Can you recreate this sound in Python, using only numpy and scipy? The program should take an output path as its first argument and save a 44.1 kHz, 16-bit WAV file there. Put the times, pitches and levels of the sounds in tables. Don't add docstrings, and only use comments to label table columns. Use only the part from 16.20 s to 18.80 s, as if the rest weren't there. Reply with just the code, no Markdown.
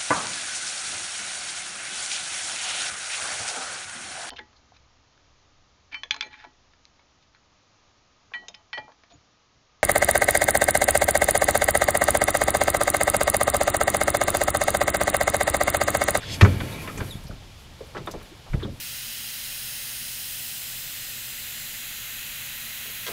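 import sys
import numpy as np
from scipy import signal
from scipy.io import wavfile
from scipy.ndimage import uniform_filter1d

SR = 44100
rng = np.random.default_rng(int(sys.argv[2]) if len(sys.argv) > 2 else 0)


def dump_mix(stems):
    frames = np.atleast_2d(stems).T
    limited = np.clip(frames, -1, 1)
    pcm = np.round(limited * 32767).astype(np.int16)
    wavfile.write(sys.argv[1], SR, pcm)


def voltage_ratio(decibels):
    exponent = np.asarray(decibels, float) / 20
    return 10 ** exponent


N = 114660
T = np.arange(N) / SR

# pitch_hz, level_db, t60_s
HULL_MODES = [(96.4, -9, 0.43), (134, -23, 1), (144.7, -5.5, 0.14), (194.7, -3, 0.1), (280, -17.5, 0.16),
              (370, -9, 0.064)]
PLANK_HZ = [1036, 1256, 1290, 1506, 1734, 2000, 2474]
PLANK_TRAVEL_MS = 1.475


def unit(x):
    return x / np.sqrt(np.mean(x ** 2))


def band(x, hz, octaves):
    edges = np.clip(hz * 2 ** (np.array([-0.5, 0.5]) * octaves), 10, 0.45 * SR)
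    return signal.sosfilt(signal.butter(2, edges, "band", fs=SR, output="sos"), x)


def walk(rate):
    hold = int(SR / rate)
    steps = np.repeat(rng.standard_normal(N // hold + 1), hold)
    return 1.14 * uniform_filter1d(uniform_filter1d(steps, hold), hold)[:N]


def ring(modes, late_ms):
    hz, db, t60 = np.array(modes, float).T[:, :, None]
    arrival_s = late_ms / 1000 * np.sqrt(1000 / hz)
    t = np.maximum(T[:SR // 2] - arrival_s, 0)
    decay = np.exp(-np.log(1000) * t / t60)
    response = (voltage_ratio(db) * np.sin(2 * np.pi * hz * t) * decay).sum(axis=0)
    return unit(response) / np.sqrt(SR // 2)


def grit(spread_db, count=N):
    size = np.minimum(rng.exponential(size=count), 5)
    return unit(rng.standard_normal(count) * voltage_ratio(spread_db * size))


def contacts(rows, rise_ms, fall):
    length = 8192
    out, t_ms = np.zeros(N + length), T[:length] * 1000
    for start_s, db, hz, ms, octaves in rows:
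        envelope = np.clip(t_ms / rise_ms, 0, 1) * np.exp(-(t_ms / ms) ** fall)
        burst = band(grit(1.52, count=length) * envelope, hz, octaves)
        first = int(start_s * SR)
        out[first:first + length] += voltage_ratio(db) * burst / np.abs(burst).max()
    return out[:N]


def planking(x):
    chance = rng.standard_normal((67, 2))
    dense_hz = np.geomspace(300, 9000, num=60) * (1 + 0.008 * chance[7:, 0])
    hz = np.r_[dense_hz, PLANK_HZ]
    lift_db = np.r_[np.full(60, 13.5), np.zeros(7)]
    db = chance[:, 1] + 0.34 * np.log2(hz / 1000) + lift_db
    t60 = 0.016 * (1000 / hz) ** 0.5
    modes = np.c_[hz, db, t60]
    response = ring(modes[::2], PLANK_TRAVEL_MS) - ring(modes[1::2], PLANK_TRAVEL_MS)
    return signal.fftconvolve(x, response)[:N] / np.sqrt(2)


def air():
    # pitch_hz, level_db per half octave
    spectrum = [(25, -52.5), (45, -58.5), (90, -52.5), (250, -69), (800, -60.5), (1800, -63.5), (3500, -55),
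                (7000, -63.5), (15000, -79)]
    # start_s, level_db
    rustle_rows = [
        (0, -66),
        (.2, -55),
        (.85, -55.5),
        (1.0, -65),
        (1.2, -69),
    ]
    air_hz, air_db = np.array(spectrum).T
    far = 0
    for hz in 25 * 2 ** np.arange(0, 9.6, 0.5):
        flicker_db = min(1, (250 / hz) ** 0.5) * 2 * walk(12)
        level_db = np.interp(np.log(hz), np.log(air_hz), air_db) + flicker_db
        far = far + voltage_ratio(level_db) * unit(band(rng.standard_normal(N), hz, 0.49))
    fine, coarse = grit(1.3), grit(1.3)
    leaves = unit(band(fine, 10970, 0.32)) + voltage_ratio(5.0) * unit(band(coarse, 4540, 3.15))
    rustle_db = np.interp(T, *np.array(rustle_rows).T) + 2.6 * walk(20)
    return unit(far) * voltage_ratio(-46.5) + leaves * voltage_ratio(rustle_db)


def drag():
    # start_s, groan_db, grit_db
    drag_rows = [(0, -47, -46), (.1, -35, -43.5), (.19, -31.5, -42.5), (.26, -21.5, -34), (.36, -28, -40.5),
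                 (.55, -35.5, -40.5), (.65, -34.5, -43), (.74, -40, -46), (.82, -26, -42.5),
                 (.92, -41, -50), (1.15, -44, -56.5), (1.3, -51.5, -61), (1.72, -49.5, -57.5),
                 (1.82, -41.5, -54), (2.0, -46.5, -53), (2.25, -56.5, -59.5), (2.402, -36.5, -58),
                 (2.6, -49, -63)]
    start_s, groan_db, grit_db = np.array(drag_rows).T
    damped = [(hz, db / 2, t60 * 0.04) for hz, db, t60 in HULL_MODES]
    slips = grit(3.76) * voltage_ratio(2.2 * walk(29.66))
    groan = unit(signal.fftconvolve(slips, ring(damped, 0.016))[:N])
    rubbing = band(grit(2.0) * voltage_ratio(0.37 * walk(61.8)), 900, 2.98)
    scratch = unit(planking(rubbing))
    groan = band(groan, 174, 3.1) * voltage_ratio(np.interp(T, start_s, groan_db))
    return groan + scratch * voltage_ratio(np.interp(T, start_s, grit_db))


def swish():
    # start_s, level_db, centre_hz
    stroke = [
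        (0, -45, 3260),
        (0.029, -39.5, 3400),
        (.08, -35.5, 3700),
        (.12, -30, 4300),
        (.145, -25.5, 5130),
        (.165, -36.5, 5200),
        (.18, -49, 5200),
    ]
    # pitch_hz, width_octaves, lift_db; broad ones, then narrow resonances
    hiss = [(3400, 0.17, -4.0), (2400, 0.98, 1), (4300, 0.36, -4.0), (5200, 0.28, -14.5),
            (6460, 0.6, -6.5), (9200, 0.66, -6), (11500, 0.27, -5),
            (2815, 0.041, -9), (3400, 0.081, -6), (4660, 0.054, -12), (5160, 0.04, -9.5),
            (6340, 0.049, -10), (7400, 0.05, -12)]
    start_s, db, centre_hz = np.array(stroke).T
    out = 0
    for hz, octaves, lift_db in hiss:
        away = np.log2(hz / np.interp(T, start_s, centre_hz))
        level_db = lift_db - 6.8 * away ** 2 + 1.5 * walk(65)
        out = out + unit(band(grit(3.5), hz, octaves)) * voltage_ratio(level_db)
    return out * voltage_ratio(np.interp(T, start_s, db, right=-120) - 8)


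def gear():
    # start_s, level_db, pitch_hz, length_ms, width_octaves
    tick_rows = [(.211, -27, 11600, 4.5, 0.25), (.229, -29, 6200, 17.4, 0.46),
                 (.775, -33, 7000, 15.5, 0.49), (1.035, -46, 8950, 19, 0.95), (1.067, -40, 5060, 17, 0.34),
                 (1.08, -45, 11700, 6, 0.21), (1.776, -37, 3800, 9.8, 1), (1.861, -41, 9800, 9.3, 0.89),
                 (1.871, -30, 3520, 9.8, 0.16), (1.911, -31.5, 5200, 16, 0.88),
                 (1.912, -36.5, 10400, 8, 0.86), (2.028, -43, 11500, 5, .7), (2.428, -30, 3500, 12, 0.18)]
    # start_s, level_db, pitch_hz, length_ms, width_octaves
    tap_rows = [(.02, -36, 1800, 6.9, 0.26), (.03, -31, 1650, 7, 0.41), (.213, -23, 1170, 4.3, 0.29),
                (.214, -14.5, 386, 24, 0.55), (.229, -15, 1270, 1.5, 0.44), (.248, -13.5, 1250, 4, 0.55),
                (.258, -32, 1130, 13, 0.54), (.401, -30, 3300, 10, 0.27), (.673, -34.5, 2550, 13, 0.14),
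                (.78, -36, 960, 4.4, 0.65), (.484, -35, 2200, 17, 0.33), (.52, -36.5, 3770, 22, 0.11),
                (.535, -39, 2260, 51, 0.11), (.585, -36, 2400, 38, 0.15), (.638, -38.5, 1020, 21, 0.11),
                (.692, -32, 1270, 12, .2), (.774, -36, 2430, 10, 0.18), (.797, -30.5, 1560, 18, 0.12),
                (1.04, -43.5, 850, 8.7, .5), (1.094, -35.5, 595, 8.8, 0.49), (1.107, -38.5, 1330, 17, 0.25),
                (1.112, -42, 610, 8, 0.37), (1.176, -51, 930, 10, 0.33), (2.262, -40, 720, 34, .9),
                (2.422, -33, 1260, 16, 0.74), (2.468, -37, 520, 13, 0.28), (1.605, -28.5, 480, 17.5, 0.59),
                (1.684, -42, 540, 22, 0.65), (1.753, -31.5, 402, 25, 0.26), (2.113, -39.5, 347, 23, 0.46),
                (2.424, -25.5, 375, 13, 0.27), (2.442, -25, 273, 39, 0.62)]
    return contacts(tick_rows, 1.0, 1.2) + contacts(tap_rows, 0.73, 1.0)


def knocks():
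    # start_s, level_db, contact_hz, contact_ms, body_db
    knock_rows = [(0.21, -5, 1840, 8.2, -6.5), (.214, -14, 3100, 10.5, -3.5), (0.227, -15, 1180, 6.3, -3.5),
                  (.247, -14, 1150, 14, -8), (0.403, -22.5, 1410, 12, -7.5), (.675, -25.5, 1420, 16, -5.5),
                  (0.78, -27.5, 1290, 9.7, -3.5), (0.804, -26.5, 1510, 12.3, -1.5),
                  (1.748, -29.5, 1060, 35, -5.5), (1.767, -27.5, 1160, 14.7, -4),
                  (1.872, -25, 860, 15, -3.5), (1.937, -29.5, 620, 21, -1.5), (2.011, -40.5, 1310, 6.6, -8),
                  (2.332, -28.5, 1690, 14.7, 0), (2.398, -39.5, 1650, 28, -8), (2.447, -37.5, 1050, 16, -1)]
    # pitch_hz, level_db
    hollow_modes = [(200, 7), (262, 2), (345, 2.5), (415, 3), (540, -6.5), (650, -5), (790, -4)]
    bright_rows = [(s, db, hz, ms, 1.25) for s, db, hz, ms, _ in knock_rows]
    dull_rows = [(s, db + body_db, 439, ms * 1.42, 1.47) for s, db, _, ms, body_db in knock_rows]
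    bright = contacts(bright_rows, 1.0, 1.43)
    dull = contacts(dull_rows, 1.2, 0.81)
    plank_ring = ring([(hz, 0, 0.06) for hz in PLANK_HZ], 4.015)
    hollow_ring = ring([(hz, db, 0.03) for hz, db in hollow_modes], PLANK_TRAVEL_MS)
    planks = signal.fftconvolve(bright, plank_ring)[:N]
    hollow = signal.fftconvolve(dull, hollow_ring)[:N]
    return voltage_ratio(1.0) * bright + voltage_ratio(-18) * planks + voltage_ratio(-6.5) * hollow + voltage_ratio(-3.0) * dull


def keel_drop():
    # pitch_hz, level_db, t60_s
    drop_modes = [(101.5, 3, 0.13), (95, -9, 0.43), (83.3, -29, 0.59), (148, -14.5, .1), (193.5, -13, 0.24),
                  (271, -21, 0.35)]
    rise_ms = 5.9
    t = np.maximum(T - 0.2235, 0)
    boom = sum(voltage_ratio(db) * np.sin(2 * np.pi * hz * t) * voltage_ratio(-60 * t / t60) for hz, db, t60 in drop_modes)
    return boom * (1 - np.exp(-t * 1000 / rise_ms))


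def shoves():
    # start_s, level_db, push_ms, ring_db, direction
    shove_rows = [(0.2327, -10, 4, -9, 1), (.2385, -19.5, 3.8, -18, 1), (0.415, -23, 4.7, 1.5, 1),
                  (.79, -27, 5, 2, -1), (.815, -26, 4.9, 5, -1), (.953, -24.5, 3.8, 0, -1),
                  (1.0517, -28, 5.5, -9, -1), (1.099, -27.5, 4.9, -1, -1), (1.113, -31.5, 7.2, -2, 1),
                  (1.13, -32.5, 3.5, -9, -1), (1.968, -33.5, 9.7, -3, 1), (2.026, -43, 5.8, -3, 1),
                  (2.031, -39, 8.5, -9, -1), (2.297, -25, 24, -8, 1), (2.324, -25, 8.6, -14, -1),
                  (2.338, -20.5, 5.6, -1, 1), (2.3415, -20, 4.6, -21, -1), (2.344, -10.5, 6.7, -20, 1),
                  (2.372, -23, 5.9, -1, -1), (2.377, -28, 8.2, -13, 1), (2.407, -29, 7.6, -9, 1),
                  (2.451, -17.5, 3.8, -19, 1), (2.4604, -21, 3.5, -12, 1), (2.4904, -21.5, 4.8, -18, 1),
                  (2.499, -24.5, 5.6, -3, 1), (2.529, -29, 5, -17, 1)]
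    direct, ringing = np.zeros(N), np.zeros(N)
    for start_s, db, ms, ring_db, way in shove_rows:
        progress = np.clip((T - start_s) * 1000 / ms, 0, 1)
        push = np.sign(way) * voltage_ratio(db) * np.sin(np.pi * progress) ** 2
        direct = direct + band(push, 480 / ms, 3.2)
        ringing = ringing + voltage_ratio(ring_db) * push
    return direct + voltage_ratio(-18) * signal.fftconvolve(ringing, ring(HULL_MODES, 0.0045))[:N]


def squeak():
    # start_s, pitch_hz, level_db
    glide = [
        (0.887, 4480, -53),
        (0.9, 3900, -51),
        (0.91, 3790, -42),
        (0.92, 3770, -42.5),
        (0.927, 3455, -43.5),
        (0.934, 3400, -45.5),
        (.951, 3385, -44.5),
        (0.964, 3630, -49),
        (0.98, 3620, -56),
    ]
    start_s, hz, db = np.array(glide).T
    pitch_hz = np.interp(T, start_s, hz) * (1 + 0.03 * walk(1100))
    phase = 2 * np.pi * np.cumsum(pitch_hz) / SR
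    tone = np.sin(phase) + voltage_ratio(-14) * np.sin(2 * phase) + voltage_ratio(-9) * np.sin(3 * phase)
    level_db = np.interp(T, start_s, db, left=-120, right=-120) + 3.5 * walk(350)
    return np.sqrt(2) * tone * voltage_ratio(level_db)


def scene():
    friction = drag() + swish() + squeak()
    impacts = gear() + knocks() + keel_drop() + shoves()
    return (air() + friction + impacts)[None]


def low_pass(x):
    return signal.sosfilt(signal.butter(12, 16120, fs=SR, output="sos"), x)


def record(dry):
    rounded = np.tanh(dry / 2) * 2
    top_cut = signal.ellip(8, 0.2, 70, 15550, fs=SR, output="sos")
    mix = signal.sosfilt(top_cut, rounded)
    return low_pass(mix)


dry = scene()
out = record(dry)
dump_mix(out)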